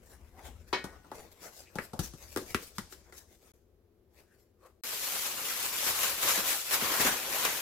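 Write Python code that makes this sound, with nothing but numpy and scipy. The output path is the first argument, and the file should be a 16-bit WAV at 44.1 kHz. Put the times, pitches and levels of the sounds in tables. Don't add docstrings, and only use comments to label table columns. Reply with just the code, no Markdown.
import sys
import numpy as np
from scipy import signal
from scipy.fft import rfft, irfft, next_fast_len
from scipy.io import wavfile
from scipy.ndimage import uniform_filter1d, map_coordinates

SR = 44100
rng = np.random.default_rng(int(sys.argv[2]) if len(sys.argv) > 2 else 0)


def pcm_store(signal):
    levels = np.round(np.clip(np.atleast_2d(signal), -1, 1) * 32767)
    wavfile.write(sys.argv[1], SR, levels.astype(np.int16).T)


N = 335589
TIME = np.arange(N) / SR
AGE = np.arange(SR // 2) / SR
TOP_HZ = 16100

# start in seconds, level in dB before a shared trim, clack pitch in Hz,
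# seconds for the ring to fall 60 dB, then thump, hollow, click and slide, each in dB over the level.
KNOCKS = [(0.728, -30, 1310, 0.21, -17.5, -.5, -13, -40.5), (0.841, -41.5, 980, 0.17, 0.5, 0.5, -1, -29),
          (1.045, -58, 960, 0.25, -18, -5, -11, -26), (1.116, -40.5, 1030, 0.11, -17, -5, -11.5, -15.5),
          (1.755, -42, 1030, 0.3, 2.5, 0, -1.5, -20), (1.786, -33, 1580, .086, -5.5, -5.5, -13, -21.5),
          (1.933, -39, 713, 0.22, -1.5, -8, -9, -32), (1.992, -40.5, 1190, .15, 11.5, -1, 8.5, -5.5),
          (2.136, -57.5, 890, .12, 11.5, 5.5, 6, -8), (2.362, -37.5, 1360, 0.052, -6.5, 6, 0, -28.5),
          (2.373, -38.5, 1480, 0.071, -7.5, 5.5, 4.5, -29), (2.546, -27.5, 1990, 0.073, -6, -4, -4, -32.5),
          (2.783, -37.5, 1400, 0.069, 0, -12, 2, -35), (2.925, -53, 1450, 0.13, -21, 1, 6.5, -17.5),
          (3.124, -53, 1500, 0.17, -17, -3.5, -0.5, -0.5)]
# pitch in Hz, typical strength in dB (each blow varies it),
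# seconds to fall 60 dB in an ordinary grip.
BOX_MODES = [(346.5, 5.5, 0.031), (378.1, -2, 0.12), (434, 9.5, 0.0077), (545, -12, 0.12), (745, -9, 0.087),
             (861, -0.5, 0.0532), (1080, -7.5, 0.013), (1210, -14.5, 0.12), (1370, 1.5, 0.024),
             (1674, -12.5, 0.18), (1950, -9.5, 0.16), (2007, -26.5, 0.073), (2500, -28, 0.051),
             (2670, -28, 0.039)]
# start in seconds, pitch in Hz, level in dB,
# seconds to fall 60 dB.
BUMPS = [(0.435, 82, -54.5, 0.58), (0.547, 85.5, -52, 0.35), (0.594, 80, -52, 0.35),
         (0.962, 67.8, -47, 0.13), (5.89, 87, -51.5, 0.42), (6.13, 71, -52, 0.27)]
THUMP_HZ, THUMP_DB_PER_OCTAVE = 203.8, 32.5
RATTLE_DB, RATTLE_DB_PER_DOUBLING, LOOSE_T60_S = -4.5, 9, 0.14
BOX_LEFT_DB = 2.5


def box():
    track = np.zeros((2, N))
    for s, db, clack_hz, t60, thump_db, hollow_db, click_db, _ in KNOCKS:
        loose = t60 / LOOSE_T60_S
        shell = 0
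        for hz, mode_db, life in BOX_MODES:
            strength = rng.choice([-1, 1]) * amp(mode_db + rng.normal(0, 5.0))
            shell = shell + strength * ring(hz, life * loose)
        thump_hz = THUMP_HZ * 2 ** (-thump_db / THUMP_DB_PER_OCTAVE)
        thump = band(ring(thump_hz, 0.053) + 3 * dying(0.095)[0], 54, 270)
        hollow = band(shell + 2.1 * dying(t60)[0], 270, 570)
        clack_mix = shell + 3 * dying(t60) + 6 * dying(0.0057)[0]
        clack = band(clack_mix, clack_hz / 1.64, clack_hz * 1.47)
        rattle_db = RATTLE_DB + RATTLE_DB_PER_DOUBLING * np.log2(loose)
        rim = band(dying(0.0059) + amp(rattle_db) * dying(0.11), 3100, 14000)
        click = signal.lfilter([.6], [1, -.5], rim)
        blow = clack + amp(thump_db) * thump + amp(hollow_db) * hollow + amp(click_db) * click
        add(track, s, amp(db - 4.5) * blow)
    for s, hz, db, t60 in BUMPS:
        soft_start = 1 - np.exp(-AGE / 0.0042)
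        add(track, s, amp(db) * ring(hz, t60) * soft_start)
    return kitchen(track * sides(BOX_LEFT_DB), wet_db=-9.5)


# pitch in Hz, level in dB at the blow, seconds to fall 60 dB.
STEEL_TONES = [(970, -25, 0.12), (1480, -46, 0.74), (1720, -39, 0.28), (1870, -39, 0.46), (2050, -48, 0.39),
               (2230, -34.5, 0.32), (2510, -40.5, 0.3), (3070, -39, 0.25), (3370, -56.5, .26),
               (3920, -37.5, 0.18), (4110, -40, 0.25), (4570, -65.5, .16)]


def steel():
    shared_phases = rng.uniform(0, 2 * np.pi, (len(STEEL_TONES), 1, 1))
    phases = shared_phases + rng.normal(0, 0.47, (len(STEEL_TONES), 2, 1))
    tones = 0
    for (hz, db, t60), phase in zip(STEEL_TONES, phases):
        tones = tones + amp(db - 60 * AGE / t60) * np.sin(2 * np.pi * hz * AGE + phase)
    chatter = amp(-33.0) * band(dying(0.21), 1500, 5000)
    soft_start = 1 - np.exp(-AGE / 0.0033)
    track = np.zeros((2, N))
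    add(track, KNOCKS[0][0], (tones + chatter) * soft_start * sides(2.8))
    return track


# peak time in seconds, half length in seconds,
# swish level in dB, rub in dB over the swish, both before shared trims.
STROKES = [(0.107, 0.061, -64, -2), (0.397, .02, -66, 13), (0.467, 0.035, -57, 9), (0.702, .03, -65.5, 2.5),
           (0.915, 0.059, -74.5, 19), (1.19, 0.074, -61, 9), (1.324, 0.0083, -62, -10),
           (1.453, 0.043, -52.5, 3), (1.585, 0.048, -53, -9), (2.24, .05, -60, -2.5),
           (2.324, .05, -55, -13), (2.405, .025, -52.5, -5), (2.501, 0.044, -51, -2),
           (2.647, 0.049, -53, -30), (2.768, .018, -60, -22), (2.924, .022, -55.5, -20),
           (3.331, .04, -65.5, -0.5), (3.474, 0.067, -66.5, 1), (4.194, 0.046, -68, 5),
           (4.373, 0.082, -75.5, 2), (4.657, .035, -68.5, 7)]
# pitch in Hz, relative level in dB.
SWISH = [(1200, -10.5), (2200, 2.5), (3200, 0), (4600, 5.5), (7000, 8), (9300, 2.5), (13000, 6.5),
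         (16000, -1.5)]
# pitch in Hz, relative level in dB.
RUB = [(150, -4.5), (280, -4), (480, 2.5), (750, -5), (1200, -8.5), (1900, -10.5), (2800, -19.5),
       (4000, -23.5), (7000, -50.5)]
SLIDE_DELAY_S, SLIDE_HALF_S, SLIDE_RUB_DB = 0.054, 0.032, -11.5
FIDGET_DB, FIDGET_RUB_DB, FIDGET_SWING_DB, FIDGET_PER_S = -76, 10, 0.5, 7
FIDGET_END_S, FIDGET_FADE_S = 3.09, 0.27
SLEEVES_LEFT_DB = 2.5


def sleeves():
    slides = [(s + SLIDE_DELAY_S, SLIDE_HALF_S, db + slide_db, SLIDE_RUB_DB) for s, db, *_, slide_db in KNOCKS]
    busy = np.clip((FIDGET_END_S - TIME) / FIDGET_FADE_S + 1, 0, 1)
    swish_power = (busy * amp(FIDGET_DB + FIDGET_SWING_DB * wobble(FIDGET_PER_S))) ** 2
    rub_power = swish_power * amp(FIDGET_RUB_DB) ** 2
    for s, half, db, rub_db in STROKES + slides:
        power = (amp(db) * swell(s, half)) ** 2
        swish_power = swish_power + power
        rub_power = rub_power + power * amp(rub_db) ** 2
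    slips = grains(rate=7000, spread_db=-1.0) * amp(1.8 * wobble(60))
    slips = patchy(slips, depth_db=3.5, per_second=28)
    swish = amp(3) * np.sqrt(swish_power) * coloured(slips, SWISH)
    rub = amp(-0.7) * np.sqrt(rub_power) * coloured(slips, RUB)
    return kitchen(swish + rub, wet_db=-9.5) * sides(SLEEVES_LEFT_DB) * (TIME < GAPS[1][1])


# peak time in seconds, half length in seconds, pitch in Hz, level in dB.
PITCHED_SWELLS = [(0.134, 0.021, 1670, -64), (0.397, .04, 746, -56.5), (0.456, 0.0073, 1950, -56),
                  (1.678, .015, 2420, -60), (2.406, .022, 363, -39.5), (4.194, .03, 2500, -75),
                  (4.324, 0.045, 1630, -72.5), (4.658, 0.03, 1120, -61.5)]


def pitched_swells():
    track = np.zeros(N)
    for s, half, hz, db in PITCHED_SWELLS:
        tone = signal.lfilter(*signal.iirpeak(hz, Q=7, fs=SR), rng.standard_normal(N))
        tone = signal.lfilter(*signal.iirpeak(hz, Q=2, fs=SR), tone)
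        track += amp(db) * swell(s, half) * unit(tone)
    return kitchen(track * sides(4.08), wet_db=-9.5)


# peak time in seconds, half length in seconds, crinkle in dB before a trim.
SQUEEZES = [(5.05, 0.079, -39.5), (5.15, 0.042, -37.5), (5.261, 0.079, -39.5), (5.474, 0.084, -39),
            (5.646, 0.053, -38), (5.797, 0.096, -38.5), (5.883, 0.059, -34.5), (6.04, 0.1, -34.5),
            (6.297, 0.099, -33), (6.377, 0.053, -36), (6.508, 0.073, -34), (6.744, 0.039, -32),
            (6.936, 0.19, -37), (7.019, .025, -34), (7.082, 0.076, -35.5), (7.343, 0.0855, -40.5),
            (7.475, 0.14, -38)]
# time in seconds, low crunch in dB over the crinkle, before trims.
PACKING = [(4.85, -9), (5.1, -10.5), (5.35, -7), (5.8, -8.5), (6.4, -5), (6.65, -11.5), (6.82, -1.5),
           (7.05, -1.5), (7.6, -5)]
# start in seconds, crunch level in dB, air puff level in dB.
FOLDS = [(5.866, -41, -51), (6.032, -35.5, -59), (6.376, -40, -44), (6.71, -38.5, -64), (6.82, -47, -42.5),
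         (6.998, -38, -40), (7.049, -35, -36.5), (7.066, -33.5, -48), (7.45, -31.5, -48.5)]
# pitch in Hz, relative level in dB.
CRINKLE = [(1470, -16.5), (2500, -2.5), (4880, 0), (7250, 1), (8870, -3), (12000, 1.5), (15200, -1),
           (16000, -23.5)]
# pitch in Hz, relative level in dB.
CRUSH = [(190, -23), (330, -25.5), (500, 1.5), (700, 1), (1000, 5), (1600, 5), (2300, 1), (3200, -6),
         (4200, -9.5), (7000, -53)]
# pitch in Hz, relative level in dB.
AIR = [(25, -26), (60, -17), (110, -1.5), (200, 2.5), (380, 8.5), (550, 9), (900, -61)]
HOLD_DB = -41
AIR_DB, AIR_GROWS = -53.5, 1.1


def bag():
    power = amp(HOLD_DB) ** 2
    for s, half, db in SQUEEZES:
        power = power + (amp(db) * swell(s, half)) ** 2
    in_hand = TIME > GAPS[1][1]
    crinkle_db = 10 * np.log10(power)
    crush_db = crinkle_db + curves(PACKING)[0]
    air_db = AIR_DB + AIR_GROWS * (crush_db - np.mean(crush_db[in_hand]))
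    rate = 10000 * amp(.5 * (crinkle_db - HOLD_DB))
    snaps = grains(rate, spread_db=3.0) * amp(1.7 * wobble(70) + 0.81 * wobble(400))
    snaps = filtered(snaps, lambda hz: np.exp(1j * np.pi * .001 * (hz - TOP_HZ) ** 2 / TOP_HZ))
    creases = patchy(kitchen(snaps, wet_db=0), depth_db=1.5, per_second=55)
    film = amp(crinkle_db + 3) * coloured(creases, CRINKLE)
    wad = amp(crush_db + 0.73 + 0.3 * wobble(31)) * coloured(creases, CRUSH)
    air = amp(air_db + 1.6 * wobble(25)) * coloured(rng.standard_normal((2, N)), AIR)
    folds = np.zeros((2, N))
    for s, db, puff_db in FOLDS:
        crunch = band(dying(0.097), 490, 3200) + 0.65 * band(dying(.04), 4700, 13000)
        puff = band(ring(204, 0.025) + 4 * dying(0.14)[0], 180, 510)
        add(folds, s, amp(db) * crunch + amp(puff_db) * puff)
    return (film + wad + air + kitchen(folds, wet_db=-5.5)) * in_hand


# time in seconds, middle level of the rumble in dB.
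HANDLING = [(0.0, -59), (0.32, -61), (0.61, -57), (1.54, -76), (2.17, -59.5), (2.7, -61.5), (3.4, -71.5),
            (4.8, -77)]
# pitch in Hz, relative level in dB.
RUMBLE = [(15, -36), (25, -16), (54, -2.5), (70, 1.5), (84, -7.5), (135, -20), (236, -18.5), (300, -26),
          (390, -55.5), (660, -120)]


def handling():
    rumble_db, = curves(HANDLING)
    rumble = coloured(rng.standard_normal((2, N)), RUMBLE)
    return amp(rumble_db + 2.5 * wobble(12)) * rumble * (TIME < GAPS[1][1])


# pitch in Hz, relative level in dB.
HUM = [(15, -50), (25, -21), (49, -14), (76, -6), (99, -8.5), (118, -19.5), (245, -16.5), (275, -15),
       (298, -27.5), (341, -9), (389, -12), (1300, -41.5), (1690, -72.5), (2860, -120)]
# pitch in Hz, relative level in dB.
HISS = [(600, -5.5), (1200, 5), (2500, -1), (5000, -4), (9000, -9.5), (12000, -1), (16000, -4.5)]


def room_tone():
    hum = amp(-68) * coloured(rng.standard_normal((2, N)), HUM) * sides(5.4)
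    hiss = amp(-81.0) * coloured(rng.standard_normal((2, N)), HISS)
    return hum + hiss


# pitch in Hz, seconds to fall 60 dB.
KITCHEN = [(100, 0.2), (500, 0.29), (2000, 0.21), (6000, 0.83), (15000, 0.13)]


def kitchen(x, wet_db):
    hz, t, z = signal.stft(x, SR, nperseg=256)
    keep = amp(-60 * t[1] / along(KITCHEN, hz)) ** 2
    power = np.mean(np.abs(z) ** 2, axis=0)
    energy = np.array([signal.lfilter([0, 0, 1 - k], [1, -k], row) for k, row in zip(keep, power)])
    scatter = signal.stft(rng.standard_normal(x.shape), SR, nperseg=256)[2]
    scatter = ears(scatter / np.std(scatter), hz[:, None])
    wet = signal.istft(scatter * np.sqrt(energy), SR, nperseg=256)[1]
    return x + amp(wet_db) * wet[:, :N]


# pitch in Hz, likeness from 0 (unrelated) to 1 (the same).
ALIKE = [(60, .97), (250, .93), (500, .7), (1000, .48), (2000, .2), (4000, .03), (12000, .02)]


def ears(pair, hz):
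    turn = np.arccos(np.clip(along(ALIKE, hz), -1, 1)) / 2
    mid, side = pair[0] * np.cos(turn), pair[1] * np.sin(turn)
    return np.array([mid + side, mid - side])


def coloured(pair, spectrum):
    size = next_fast_len(N + 8192)
    hz = np.fft.rfftfreq(size, 1 / SR)
    shaped = ears(rfft(pair, size), hz) * amp(along(spectrum, hz))
    return unit(irfft(shaped, size)[:, :N])


def patchy(x, depth_db, per_second):
    hz, t, z = signal.stft(x, SR, nperseg=512)
    row, column = np.meshgrid(hz / 260, t * per_second, indexing="ij")
    knots = rng.standard_normal((int(row.max()) + 2, int(column.max()) + 2))
    field = map_coordinates(knots, [row, column], order=1)
    return signal.istft(z * amp(depth_db * unit(field)), SR, nperseg=512)[1][:, :N]


def grains(rate, spread_db):
    sizes = amp(spread_db * np.clip(rng.standard_normal(N), -2.5, 2.5))
    happens = rng.random(N) < rate / SR
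    return unit(happens * sizes * rng.standard_normal((2, N)))


def ring(hz, t60):
    return amp(-60 * AGE / t60) * np.sin(2 * np.pi * hz * AGE)


def dying(t60):
    return rng.standard_normal((2, len(AGE))) * amp(-60 * AGE / t60)


def swell(s, half):
    return np.exp(-np.abs((TIME - s) / half) ** 1.5)


def wobble(rate):
    return map_coordinates(rng.standard_normal(int(N * rate / SR) + 4), [TIME * rate])


def band(x, lo_hz, hi_hz):
    edges = [lo_hz, min(hi_hz, SR / 2 - 100)]
    y = signal.sosfilt(signal.butter(N=3, Wn=edges, btype="band", fs=SR, output="sos"), x)
    return y / np.sqrt(np.mean(y[..., AGE < .03] ** 2))


def filtered(x, response):
    size = next_fast_len(N + 8192)
    return irfft(rfft(x, size) * response(np.fft.rfftfreq(size, 1 / SR)), size)[..., :N]


def along(points, hz):
    f, v = np.transpose(points)
    return np.interp(np.log(hz + 1), np.log(f + 1), v)


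def curves(rows):
    s, *cols = np.transpose(rows)
    return [np.interp(TIME, s, c) for c in cols]


def add(track, s, sound):
    part = track[:, round(s * SR):][:, :sound.shape[-1]]
    part += sound[..., :part.shape[-1]]


def sides(db):
    return amp([[db / 2], [-db / 2]])


def amp(db):
    return 10 ** (np.asarray(db) / 20)


def unit(x):
    return x / np.sqrt(np.mean(x ** 2) + 1e-20)


# pitch in Hz, left over right in dB.
LEAN = [(60, 7.5), (110, 6.5), (200, 2.5), (380, 1), (700, 2), (1290, 2), (2380, 2), (4400, 1.5), (8120, 3),
        (15000, 3.5)]


def scene():
    hands = box() + sleeves() + handling() + bag()
    hands = filtered(hands, lambda hz: amp(along(LEAN, hz) * np.array([[.5], [-.5]])))
    return hands + steel() + pitched_swells() + room_tone()


# start in seconds, end in seconds.
GAPS = [(3.519, 3.537), (4.811, 4.836)]


def record(dry):
    kept = np.prod([(TIME < start) | (TIME > end) for start, end in GAPS], axis=0)
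    gate = uniform_filter1d(kept * 1.0, size=60)
    return filtered(dry * gate, lambda hz: hz < TOP_HZ)


dry = scene()
out = record(dry)
pcm_store(out)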